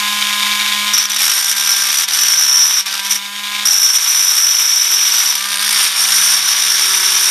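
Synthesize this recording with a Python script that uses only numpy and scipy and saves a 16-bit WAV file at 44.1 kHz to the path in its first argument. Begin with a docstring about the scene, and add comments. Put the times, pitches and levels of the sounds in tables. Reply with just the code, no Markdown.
"""Beside an engine cylinder, a handheld rotary tool runs free, then its stone bit grinds the rim.
Grit tears at the metal once or twice a turn: it scrapes, hisses and rings the cylinder's metal liner
near 5.7 kHz. Now and then the stone skips off. The motor whines at multiples of its shaft speed
and rattles its housing. A phone close by limits the peaks."""
import sys
import numpy as np
from scipy import signal
from scipy.fft import rfft, irfft
from scipy.io import wavfile
from scipy.ndimage import uniform_filter1d, minimum_filter1d

SR = 44100
rng = np.random.default_rng(int(sys.argv[2]) if len(sys.argv) > 2 else 0)


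def to_wav(s):
    """Save 16-bit WAV."""
    ch = np.atleast_2d(s).T  # columns
    pcm = np.round(np.clip(ch, -1, 1) * 32767)  # PCM
    wavfile.write(sys.argv[1], SR, pcm.astype(np.int16))


N = 321930
T = np.arange(N) / SR

# each touch of the stone (lands [s], lifts [s], firmness [0-1], landing blow [dB], strength [dB])
TOUCHES = [(.934, 0.961, 0.5, 15, 3), (0.976, 1.012, 0.7, 16, 2.5), (1.018, 1.05, 0.5, 11, 0),
           (1.05, 1.065, 0.4, 9, -2.5), (1.095, 1.134, 0.2, 11, -0.5), (1.14, 1.193, 0.5, 2, -1),
           (1.19, 2.04, 0.84, 5, -0.5), (2.078, 2.807, 0.96, 7, 0), (2.857, 2.975, 0.8, 7.5, -1),
           (2.967, 3.042, 0.4, 3, -2), (3.047, 3.073, .6, 5, 0.5), (3.093, 3.13, 0.5, -11, 4.5),
           (3.138, 3.164, 0.6, 0, 4.5), (3.653, 3.781, 1, 8, 1.5), (3.794, 3.973, 0.8, 4, -0.5),
           (3.982, 5.356, 0.76, 6, 0.5), (5.351, 5.888, 0.82, 8, 0), (5.896, 7.4, 0.9, -1, 0)]
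# the hand digs in (+) or eases off (-) (time [s], half-width [s], strength change [dB])
HAND_PUSHES = [(1.517, 0.05, 2.5), (1.544, 0.013, -5.5), (1.71, 0.026, 2.5), (2.0, 0.023, 1),
               (2.097, 0.026, -3.5), (2.18, 0.013, -0.5), (3.115, 0.009, 4.5), (2.59, 0.062, 1),
               (2.894, 0.021, -3.5), (3.91, .03, 0), (4.23, 0.025, 0), (4.702, 0.019, 0.5),
               (5.14, 0.025, 0), (4.295, .02, 0), (4.604, 0.017, 2), (5.302, .015, 1), (5.54, 0.017, 0.5),
               (5.58, .015, -3), (6.31, 0.015, 1), (6.52, 0.017, 0.5), (2.215, 0.024, 1), (3.847, 0.035, 3),
               (3.962, 0.019, 5), (3.99, 0.021, -3), (4.93, 0.026, 2), (5.93, 0.061, -4.5),
               (6.067, .03, -2), (6.426, 0.032, -2), (6.553, 0.013, -1.5)]
# base levels of the grinding (time [s], scrape [dB], ring [dB], hiss [dB])
GRIND_LEVELS = [(.93, -21.5, -17.5, -27.5), (1.15, -20.5, -20, -24.5), (1.22, -15, -15.5, -15),
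                (1.45, -20.5, -19, -19.5), (1.7, -19.5, -14, -20.5), (2.0, -17.5, -17, -17.5),
                (2.25, -18.5, -13, -19), (2.5, -20.5, -11.5, -21), (2.8, -20.5, -14, -21),
                (2.9, -19, -21, -24.5), (3.2, -25, -26, -28.5), (3.66, -22, -14.5, -21),
                (4.4, -20, -14, -19), (4.45, -22.5, -13, -21.5), (5.0, -20.5, -15.5, -22),
                (5.2, -18, -14, -19), (5.43, -23, -23, -25.5), (5.8, -14, -15.5, -15.5),
                (6.0, -16, -13, -14.5), (6.3, -16, -11, -15.5), (6.45, -17.5, -13, -19.5),
                (7.3, -17.5, -12.5, -17)]
# where the bit is (time [s], place [0 at the edge of the port opening, 1 further round the rim])
BIT_PLACE = [(.9, 0.12), (1.3, 0.52), (3.0, 0.39), (3.65, .3), (4.0, 0.52), (4.5, 0.26), (5.2, 0.23),
             (5.5, 0.97), (7.3, 0.72)]
# the liner's ringing notes (pitch [Hz], width [Hz], at the port [dB], round the rim [dB], sign [+/-1])
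LINER_NOTES = [(5225, 40, -11, -10, 1), (5372, 55, -12, -12, -1), (5525, 52, 0, 0, 1),
               (5645, 40, -7, -9, 1), (5725, 40, -4, -8, 1), (5835, 70, -4, -5, 1), (5935, 60, 1, -7, -1),
               (6160, 45, -25, -11, -1), (6830, 150, -25, -21, 1)]
# grit heard through the tool and the cylinder's body (frequency [Hz], relative level [dB])
SCRAPE_SPECTRUM = [(40, -71), (150, -29.5), (320, -19.5), (600, -20), (1000, -6), (1600, 0), (1900, -3),
                   (2300, -6), (2750, -4), (3150, -1), (3700, 2), (4200, -1.5), (5000, 5), (6400, -26)]
# the grit's high hiss (frequency [Hz], relative level [dB])
HISS_SPECTRUM = [(4500, -33.5), (6300, -2.5), (7000, 3.5), (7700, -1.5), (8500, 2.5), (9200, -3.5),
                 (10300, -5.5), (11000, -0.5), (11700, 4.5), (12400, 1.5), (13300, -20), (13700, -0.5),
                 (14200, -30.5)]
# how the hiss changes round the rim (frequency [Hz], relative change [dB])
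RIM_HISS_CHANGE = [(6300, -0.5), (7600, -5.5), (8700, -1.5), (9100, 11.5), (9600, 3.5), (11700, -5.5),
                   (13000, -7), (14200, -1)]
# the motor's shaft (time [s], speed [turns/s], base level of its lowest tone [dB])
MOTOR_RUN = [(0, 206.8, -37), (.92, 206.9, -38.5), (.97, 205.9, -47), (1.2, 205.7, -46), (1.36, 196.5, -54),
             (1.6, 199.4, -49), (2.05, 196.3, -52), (2.57, 196.8, -52), (2.72, 190.5, -56),
             (3.1, 199.4, -43), (3.2, 199.9, -46), (3.4, 204.1, -45), (3.64, 205.7, -42), (3.7, 203.8, -51),
             (3.8, 200.9, -55), (3.92, 190.8, -60), (4.1, 190.8, -58), (4.26, 195, -56), (4.45, 191.5, -57),
             (4.82, 192, -58), (4.92, 188.8, -58), (5.2, 191, -54), (5.5, 200.6, -47), (5.72, 203.3, -44),
             (5.9, 191.5, -56), (6.1, 193.4, -46), (6.25, 192.8, -46), (6.42, 190.4, -52),
             (6.62, 195.2, -52), (6.9, 191, -53), (7.3, 189.6, -52)]
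# the motor's lower tones (multiple of shaft speed [x], relative level [dB])
LOW_TONES = [(1, -11), (2, -28), (3, -22.5), (4, -18), (5, -1), (6, -10), (7, -9.5), (8, -4), (9, -8),
             (10, -10), (11, -5.5), (12, -14.5)]
# its strongest upper tones (multiple of shaft speed [x], relative level [dB])
HIGH_TONES = [(13, -9), (15, -8), (18, -7), (33, -8), (45, -14), (56, -16), (60, -12), (67, -19)]
# side load on the bearings shifts some tones {multiple of shaft speed [x]: change at full load [dB]}
BEARING_SHIFTS = {3: -0.5, 5: -10, 6: 2.5, 8: -1, 9: 3}
# tone of the bit rocking twice a turn (time [s], level [dB])
ROCKING_LEVELS = [(0, -61.5), (.92, -56), (.97, -61), (4.0, -61), (4.75, -57), (4.92, -48), (5.2, -57),
                  (5.5, -77), (6.5, -59), (6.9, -42.5), (7.3, -46)]
# the housing's rattle (frequency [Hz], relative level [dB])
HOUSING_SPECTRUM = [(40, -31), (150, -28.5), (650, -29.5), (850, -14), (1850, -12), (2300, -1.5),
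                    (2600, -7.5), (3750, 0.5), (4050, -8.5), (4800, -8.5), (5800, -9.5), (7700, -19),
                    (9200, -14.5), (10300, -27.5), (11900, -29), (12400, -19), (14200, -28)]


def grinding(turns, hop_db, place, scrape_gain, ring_db, hiss_db):
    """The same tearing grit makes the ring, the scrape and the hiss."""
    tearing = ticks(turns, per_s=5000, spread_db=1.5, once=.1, twice=.33, noise=1.5)
    grit = unit(undb(hop_db + .85 * wander(150)) * tearing)
    ring = liner_ring(grit, place, ring_db)
    port_hiss = colour(grit, HISS_SPECTRUM)
    hiss = (1 - place) * port_hiss + place * colour(port_hiss, RIM_HISS_CHANGE)
    return ring + scrape_gain * colour(grit, SCRAPE_SPECTRUM) + undb(hiss_db) * hiss


def liner_ring(grit, place, ring_db):
    """Grit rings the liner like a bell; each note is reached more or less well as the bit wanders."""
    ring = 0
    for hz, width, port_db, rim_db, sign in LINER_NOTES:
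        b, a = signal.iirpeak(hz, hz / width, fs=SR)
        reach_db = port_db + place * (rim_db - port_db) + 1.5 * wander(5)
        ring += sign * signal.lfilter(b, a, grit * undb(ring_db + reach_db))
    return unit(ring) * np.sqrt(np.mean(undb(ring_db) ** 2))


def stone_contact(land_s=.003, lift_s=.011):
    """The stone lands fast and lifts more slowly. Gives firmness, touch (0 off, 1 on) and strength."""
    firmness, touch, strength_db = np.zeros((3, N))
    for lands, lifts, firm, _, db in TOUCHES:
        on = np.clip((T - lands) / land_s, 0, 1) * np.exp(-np.maximum(T - lifts, 0) / lift_s)
        firmness = np.maximum(firmness, firm * on)
        touch = np.maximum(touch, on)
        strength_db[T >= lands] = db
    for time, half_width, db in HAND_PUSHES:
        strength_db += db * np.exp(-((T - time) / half_width) ** 2)
    return firmness, touch, strength_db


def stone_hops(shaft_hz, hops_per_s=68):
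    """Level swings in dB as the stone hops; a lightly pressed, faster bit hops harder."""
    hops = np.cumsum(hops_per_s * (1 + .2 * wander(40))) / SR
    size = .3 + .7 * rng.random(N // 200)[hops.astype(int)]
    depth = 2.2 * np.clip(5 + .9 * (shaft_hz - 192), 4, 15)
    part = hops % 1
    hit_and_fade = np.minimum(part / .2, 1) * np.exp(-part / .4) - .3
    hop_db = depth * size * hit_and_fade
    for lands, _, _, blow_db, _ in TOUCHES:  # a dip just before each landing, then a jump
        gap = np.abs(T - lands)
        hop_db += blow_db * np.where(T >= lands, np.exp(-gap / .006), -np.exp(-gap / .005))
    return hop_db


def motor_whine(turns, tone_db, rock_db, load):
    """The motor sings at multiples of its shaft speed; under load the tones waver and blur."""
    levels = {k: -15 - .093 * (k - 13) + 1.9 * rng.standard_normal() for k in range(13, 69)}
    levels.update({round(k): db for k, db in LOW_TONES + HIGH_TONES})
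    # under load the upper tones lose less than the lowest one
    upper_db = load * (.68 * (tone_db[0] - tone_db) - 2)
    whine = undb(rock_db) * np.sin(4 * np.pi * turns)
    for k, db in levels.items():
        load_db = load * (BEARING_SHIFTS.get(k, 0) - 2.8 * (k > 9)) + upper_db * (k > 2)
        waver_db = (.96 + 2.9 * load * (k > 1)) * wander(12)
        blur = .5 * load * wander(25) * (k > 1)
        tone = np.sin(2 * np.pi * (k * turns + rng.random()) + blur)
        if k != 2:  # the rocking bit supplies the second tone
            whine += undb(tone_db + db - LOW_TONES[0][1] + load_db + waver_db) * tone
    return np.sqrt(2) * whine


def housing_rattle(turns):
    """Loose bearings and the bit's clamp knock the housing, mostly once a turn."""
    knocks = ticks(turns, per_s=2500, spread_db=2.2, once=.3, twice=.1, noise=.9)
    return colour(undb(2 * wander(150)) * knocks, HOUSING_SPECTRUM)


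def ticks(turns, per_s, spread_db, once, twice, noise):
    """Random ticks of uneven size over smooth noise, harder at one or two places of each turn."""
    hits = (rng.random(N) < per_s / SR) * rng.standard_normal(N)
    sizes = undb(spread_db * np.minimum(rng.exponential(size=N), 3))
    beat = np.exp(once * np.cos(2 * np.pi * turns) + twice * np.cos(4 * np.pi * turns))
    return unit(beat * (unit(hits * sizes) + noise * rng.standard_normal(N)))


def colour(x, spectrum):
    """Give a sound the listed balance of low and high frequencies, at an average level of 1."""
    hz, db = np.transpose(spectrum)
    grid_hz = np.maximum(np.fft.rfftfreq(2048, 1 / SR), 1)
    gain = undb(np.interp(np.log(grid_hz), np.log(hz), db))
    cepstrum = irfft(np.log(gain))
    # fold it so the filter rings after each tick, never before
    cepstrum[1:1024] *= 2
    cepstrum[1025:] = 0
    response = irfft(np.exp(rfft(cepstrum)))
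    return unit(signal.fftconvolve(x, response)[:N])


def wander(per_s):
    """A smooth random drift, about 1 in size, with per_s new values a second."""
    hold = int(SR / per_s)
    steps = np.repeat(rng.standard_normal(N // hold + 1), hold)
    return unit(uniform_filter1d(uniform_filter1d(steps, hold), hold)[:N])


def curves(table):
    """Turn a table's columns into curves over time."""
    times, *columns = np.transpose(table)
    return [np.interp(T, times, column) for column in columns]


def undb(db):
    """Turn decibels into a gain."""
    return 10 ** (np.asarray(db) / 20)


def unit(x):
    """Scale to an average (rms) level of 1."""
    return x / np.sqrt(np.mean(x ** 2))


def scene():
    """The motor runs throughout; grinding takes over from the rattle as the bit bites."""
    shaft_hz, tone_db = curves(MOTOR_RUN)
    scrape_db, ring_db, hiss_db = curves(GRIND_LEVELS)
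    (place,), (rock_db,) = curves(BIT_PLACE), curves(ROCKING_LEVELS)
    firmness, touch, strength_db = stone_contact()
    load = uniform_filter1d(firmness, size=2000)
    turns = np.cumsum(shaft_hz * (1 + .0003 * wander(40))) / SR  # the speed trembles a little
    hop_db = stone_hops(shaft_hz)
    # off the metal, the rattle weakens as the shaft slows
    free_db = np.maximum(-17 + 2.5 * (shaft_hz - shaft_hz[0]), -28)
    body_db = touch * (scrape_db + strength_db) + (1 - touch) * free_db
    shake_db = .79 * np.sqrt(firmness) * hop_db  # each hop also shakes the housing
    rattle = undb(body_db + shake_db) * np.sqrt(1 - .64 * firmness) * housing_rattle(turns)
    scrape_gain = undb(body_db - 1.67) * np.sqrt(1.25 * firmness)
    touch_db = 20 * np.log10(np.clip(touch, 1e-3, 1))
    # ring and hiss follow strength more steeply than the scrape
    ring_db += 2.31 * strength_db + touch_db
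    hiss_db += 1.74 * strength_db + touch_db
    stone = grinding(turns, hop_db, place, scrape_gain, ring_db, hiss_db)
    return (stone + motor_whine(turns, tone_db, rock_db, load) + rattle)[None]


def record(dry, low_hz=90, top_hz=14080, ceiling=.9):
    """The phone drops the deep bass, quickly turns down loud peaks and cuts the highest treble."""
    thin = signal.sosfilt(signal.butter(2, low_hz, "high", fs=SR, output="sos"), dry)
    safe_gain = np.minimum(1, ceiling / (np.abs(thin) + 1e-9))
    gain = uniform_filter1d(minimum_filter1d(safe_gain, size=89), size=89)
    return signal.sosfilt(signal.ellip(16, .2, 95, top_hz, fs=SR, output="sos"), thin * gain)


dry = scene()
out = record(dry)
to_wav(out)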